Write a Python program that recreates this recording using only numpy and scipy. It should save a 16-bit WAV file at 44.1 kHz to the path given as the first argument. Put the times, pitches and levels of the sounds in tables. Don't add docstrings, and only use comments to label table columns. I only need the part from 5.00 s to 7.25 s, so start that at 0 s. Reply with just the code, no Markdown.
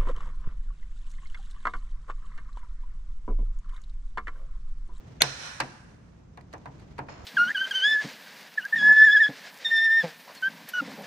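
import sys
import numpy as np
from scipy import signal
from scipy.fft import rfft, irfft
from scipy.io import wavfile
from scipy.ndimage import uniform_filter1d, minimum_filter1d

SR = 44100
rng = np.random.default_rng(int(sys.argv[2]) if len(sys.argv) > 2 else 0)


def file_out(sig):
    cols = np.atleast_2d(sig).T
    lim = np.clip(cols, -1, 1)
    pcm = np.round(lim * 32767).astype(np.int16)
    wavfile.write(sys.argv[1], SR, pcm)


N = 99225
T = np.arange(N) / SR

# f/Hz, likeness/0-1
FAR_LIKENESS = [(130, 0.99), (300, 0.42), (600, 0.069)]
# f/Hz, likeness/0-1
NEAR_LIKENESS = [(100, 0.87), (500, 0.64), (1200, 0.14)]


def amp(db):
    return 10 ** (np.asarray(db) / 20)


def read(points, hz):
    f, value = np.transpose(points)
    return np.interp(np.log(hz + 1), np.log(f), value)


def add(mix, s, sound):
    part = mix[:, round(s * SR):][:, :sound.shape[-1]]
    part += sound[..., :part.shape[1]]


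def pan(db):
    return amp(np.array([[db], [-db]]) / 2)


def fade(t, t60):
    return np.exp(-np.log(1000) * t / max(t60, 1e-3))


def treble_tilt(hz, db_per_octave):
    return db_per_octave * np.log2(np.maximum(hz / 1000, 1))


def noise(colour, likeness, size, tilt_db=0, decay=None):
    hz = np.fft.rfftfreq(size, 1 / SR)
    a, b = np.exp(2j * np.pi * rng.random((2, len(hz))))
    c = np.clip(read(likeness, hz), -1, 1)
    mid, side = a * np.sqrt(1 + c), b * np.sqrt(1 - c)
    level = amp(read(colour, hz) + treble_tilt(hz, tilt_db)) * (hz > 20)
    spectrum = np.array([mid + side, mid - side]) * level
    spectrum /= irfft(spectrum, size).std()
    if decay is None:
        return irfft(spectrum, size)
    centres = np.geomspace(100, 16000, 12)
    out = 0
    for f, band in zip(centres, np.eye(len(centres))):
        share = np.interp(hz, centres, band)
        out = out + irfft(spectrum * share, size) * fade(T[:size], read(decay, f))
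    return out


def ring(modes, size, tilt_db=0):
    t, out = T[:size], 0
    for hz, db, t60 in modes:
        apart = np.arccos(np.clip(read(NEAR_LIKENESS, hz), -1, 1)) * rng.choice([-1, 1])
        phase = 2 * np.pi * rng.random() + np.array([[0], [apart]])
        level = amp(db + treble_tilt(hz, tilt_db))
        out = out + level * fade(t, t60) * np.sin(2 * np.pi * hz * t + phase)
    return out * np.sin(np.pi / 2 * np.minimum(t / .0006, 1)) ** 2


def snap(jaw_db):
    # f/Hz, level/dB per Hz
    crack_colour = [(60, -26.5), (600, -5), (1800, 0.5), (3000, -4), (5800, -5), (7300, -10.5), (9200, -8),
                    (15500, -25.5)]
    # f/Hz, level/dB, t60/s
    jaw_modes = [(2230, -8, 0.045), (3625, 1, 0.013), (4190, 2, .014), (5800, 0.5, 0.013)]
    crack_db = -4
    rise_s, hold_s, t60_s = .001, .0027, .02
    t = T[:SR // 10]
    shape = np.minimum(t / rise_s, 1) * fade(np.maximum(t - hold_s, 0), t60_s)
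    crack = noise(crack_colour, NEAR_LIKENESS, len(t)) * shape
    out = amp(crack_db) * crack / crack[:, :SR // 200].std()
    add(out, rise_s, amp(jaw_db) * ring(jaw_modes, len(t)))
    return out


def creak():
    # f/Hz, level/dB, t60/s, left-right difference/dB
    rib_modes = [(646, -5, 0.079, -2.5), (1390, -9, .05, 15.5), (2190, 2, 0.03, 9.5),
                 (2820, -6.5, 0.017, 14.5), (3380, -5.5, 0.023, 11), (6410, -4, 0.029, -9)]
    length_s, level_db = .013, -21.5
    t = T[:SR // 10]
    times = (np.arange(12) + rng.random(12)) / 12 * length_s
    slips = np.zeros(len(t))
    slips[(times * SR).astype(int)] = np.sin(np.pi * times / length_s) ** 2
    out = 0
    for hz, db, t60, left_right_db in rib_modes:
        tone = ring([(hz, db, t60)], len(t))
        out = out + pan(left_right_db) * signal.fftconvolve(tone, slips[None])[:, :len(t)]
    return amp(level_db) * out / out[:, :SR // 60].std()


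def tick(t60, hz):
    # f/Hz, level/dB per Hz
    burst_colour = [(300, -8.5), (1000, 3.5), (2300, 5.5), (3200, -5), (9000, -12), (15000, -25)]
    notes_db, note_ratio = -7.5, 1.1
    rise_share = .047
    t = T[:SR // 8]
    burst = noise(burst_colour, NEAR_LIKENESS, len(t)) * fade(t, t60)
    notes = [(f, 0, t60) for f in (hz / note_ratio, hz, hz * note_ratio)]
    touch = burst + amp(notes_db) * ring(notes, len(t))
    return touch * np.minimum(t / (rise_share * t60), 1)


def knock(db, tilt_db, tick_db, tick_hz, boom_db):
    # f/Hz, level/dB, t60/s
    grille_modes = [(455, -8, 0.11), (553, -7.5, 0.09), (726, -5.5, .12), (898.4, -4.5, 0.098),
                    (1009, -2, .1), (1120, -3, 0.062), (1622, -3, .06), (2747, -6, 0.047)]
    # f/Hz, level/dB per Hz
    grille_colour = [(100, -18.5), (300, -4), (500, -9), (950, 3.5), (1300, -3.5), (1700, -2), (2600, -6.5),
                     (3400, -20.5), (4400, -15), (7000, -23.5), (15000, -43.5)]
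    # f/Hz, t60/s
    grille_decay = [(150, 0.56), (1000, 0.13), (2500, 0.1), (9000, 0.018)]
    modes_db, rise_s = -3, .0015
    boom_hz, boom_t60_s, boom_rise_s = 134.5, .24, .025
    t = T[:SR // 3]
    dense = noise(grille_colour, NEAR_LIKENESS, len(t), tilt_db, grille_decay)
    body = dense + amp(modes_db) * ring(grille_modes, len(t), tilt_db)
    out = body * np.minimum(t / rise_s, 1)
    swell = np.minimum(t / boom_rise_s, 1) ** 2
    boom_shape = swell * fade(np.maximum(t - boom_rise_s, 0), boom_t60_s)
    out += amp(boom_db) * boom_shape * np.sin(2 * np.pi * boom_hz * t)
    add(out, 0, amp(tick_db) * tick(t60=.02, hz=tick_hz))
    return amp(db) * out


def clink():
    # f/Hz, level/dB, t60/s
    metal_modes = [(2430, 24, 0.045), (4280, 2, 0.53), (5250, 6, 0.45), (6826, -2, 0.78)]
    # f/Hz, level/dB per Hz
    wash_colour = [(200, -3), (800, 2.5), (2900, -9), (3500, -14), (6800, -16), (8000, -32), (15000, -63.5)]
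    # f/Hz, t60/s
    wash_decay = [(300, 2), (7000, 0.59)]
    tones_db, wash_db, rise_s = -60, -46, .012
    t = T[:SR // 3]
    wash = amp(wash_db) * noise(wash_colour, FAR_LIKENESS, len(t), decay=wash_decay)
    waver = uniform_filter1d(rng.standard_normal((2, len(t))), size=220)
    waver = uniform_filter1d(waver, size=220)
    tones = amp(tones_db) * ring(metal_modes, len(t)) * waver / waver.std()
    return (wash + tones) * np.minimum(t / rise_s, 1)


def garage(x):
    # f/Hz, level/dB
    room_colour = [(200, 4.5), (2100, 1.5), (3300, 2.5), (5800, 6.5), (9500, -9.5), (15000, -15)]
    # f/Hz, t60/s
    room_decay = [(150, 0.8), (1500, 1.17), (5000, 0.7234), (9500, 1.23), (15000, 0.94)]
    build_s = .0075
    tail = noise(room_colour, FAR_LIKENESS, N, decay=room_decay) * np.minimum(T / build_s, 1)
    return signal.fftconvolve(x, tail / np.linalg.norm(tail[0]), axes=1)[:, :N]


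def gloves(rough_db=2.0):
    # t/s, level/dB
    rub_level = [(.17, -49), (.3, -46), (.52, -61), (.95, -57), (1.3, -59), (1.85, -49), (2.16, -53.5),
                 (2.24, -46)]
    # f/Hz, level/dB per Hz
    rub_colour = [(25, -18), (50, 1), (150, 1.5), (400, -11), (3500, -30.5), (6500, -34), (11000, -55.5)]
    lumps = uniform_filter1d(rng.standard_normal(N), size=900)
    level_db = np.interp(T, *np.transpose(rub_level)) + rough_db * lumps / lumps.std()
    return noise(rub_colour, FAR_LIKENESS, N) * amp(level_db)


def room_rumble():
    # f/Hz, level/dB per Hz
    rumble_colour = [(25, -18), (50, 0), (170, -3), (350, -16), (1300, -27), (4300, -44), (6200, -39),
                     (10500, -60), (16000, -70)]
    return amp(-53) * noise(rumble_colour, FAR_LIKENESS, N)


def microphones(x):
    # f/Hz, level/dB
    balance = [(3300, -0.5), (5400, -10), (7200, -11.5), (8400, 0)]
    blend_hz, lag_s = 8100, .000022
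    spectrum, hz = rfft(x), np.fft.rfftfreq(N, 1 / SR)
    ratio = amp(read(balance, hz))
    left, right = spectrum * np.sqrt(2 / (1 + ratio ** 2))
    blend = np.pi / 4 * (1 + np.tanh((hz - blend_hz) / 600))
    late_right = right * np.exp(-2j * np.pi * hz * lag_s)
    left = np.cos(blend) * left + np.sin(blend) * late_right
    return irfft(np.array([ratio * left, right]), N)


def scene():
    # t/s, level/dB, treble tilt/dB per octave, contact tick/dB, blade note f/Hz, panel boom/dB
    contacts = [(0.2206, -23, -5.5, -22, 1800, -6), (0.233, -19, 3.5, -18.5, 2330, -10),
                (0.6014, -25.5, 6, 3, 4520, -17.5), (0.6046, -27.5, 1, 3.5, 1692, -6),
                (1.3735, -45, -4, -0.5, 4030, -4.5), (1.536, -37.5, -6, -4.5, 5790, -12),
                (1.6568, -38.5, -6, -8, 4060, -1.5), (1.981, -41, 0.5, -1, 4260, -1.5),
                (1.989, -32, -6, -9.5, 4170, -14), (2.085, -42, -2, -13, 2500, -11)]
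    # t/s, level/dB, t60/s, blade note f/Hz
    touches = [(1.41, -52, 0.022, 4480), (1.527, -46, 0.057, 4260), (1.580, -56, 0.023, 6100),
               (1.795, -54, 0.055, 4200)]
    creak_s, snap_s, clink_s = .203, .2183, 2.083
    snap_echo_db, knock_echo_db = -18, -20
    reflect_s, reflect_db = .00168, -13.5

    cut, taps, far = np.zeros((3, 2, N))
    add(cut, creak_s, creak())
    add(cut, snap_s, snap(jaw_db=2))
    for s, *contact in contacts:
        add(taps, s, knock(*contact))
    for s, db, t60, hz in touches:
        add(taps, s, amp(db) * tick(t60, hz))
    add(far, clink_s, clink())

    echo = garage(amp(knock_echo_db) * taps)
    for _ in range(3):
        add(echo, snap_s, garage(amp(snap_echo_db) * snap(jaw_db=-7)))

    near = cut + taps
    treble = signal.sosfiltfilt(signal.butter(2, 2000, "high", fs=SR, output="sos"), near)
    add(near, reflect_s, amp(reflect_db) * treble)
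    return near + far + echo + gloves() + room_rumble()


def record(dry):
    limit_db, look_s, hold_s, recover_db_per_s = -9, .025, .13, 95
    crossover_hz, bass_share = 162, .35
    edge_hz = 16300
    dry = microphones(dry)
    power = abs(uniform_filter1d((dry ** 2).mean(0), size=220))
    over_db = np.maximum(10 * np.log10(power + 1e-12) - limit_db, 0)
    hold, look = int(hold_s * SR) | 1, int(look_s * SR) | 1
    held = -minimum_filter1d(-over_db, hold, origin=hold // 2)
    fall = recover_db_per_s * T
    duck_db = np.maximum.accumulate(held + fall) - fall
    duck_db = -minimum_filter1d(-duck_db, look)
    duck_db = uniform_filter1d(duck_db, look)
    bass = signal.sosfiltfilt(signal.butter(2, crossover_hz, fs=SR, output="sos"), dry)
    ducked = (dry - bass) * amp(-duck_db) + bass * amp(-bass_share * duck_db)
    out = np.clip(ducked, -.85, .85)
    lowpass = signal.firwin(255, edge_hz, window=("kaiser", 9), fs=SR)
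    return signal.oaconvolve(out, lowpass[None], "same")


dry = scene()
out = record(dry)
file_out(out)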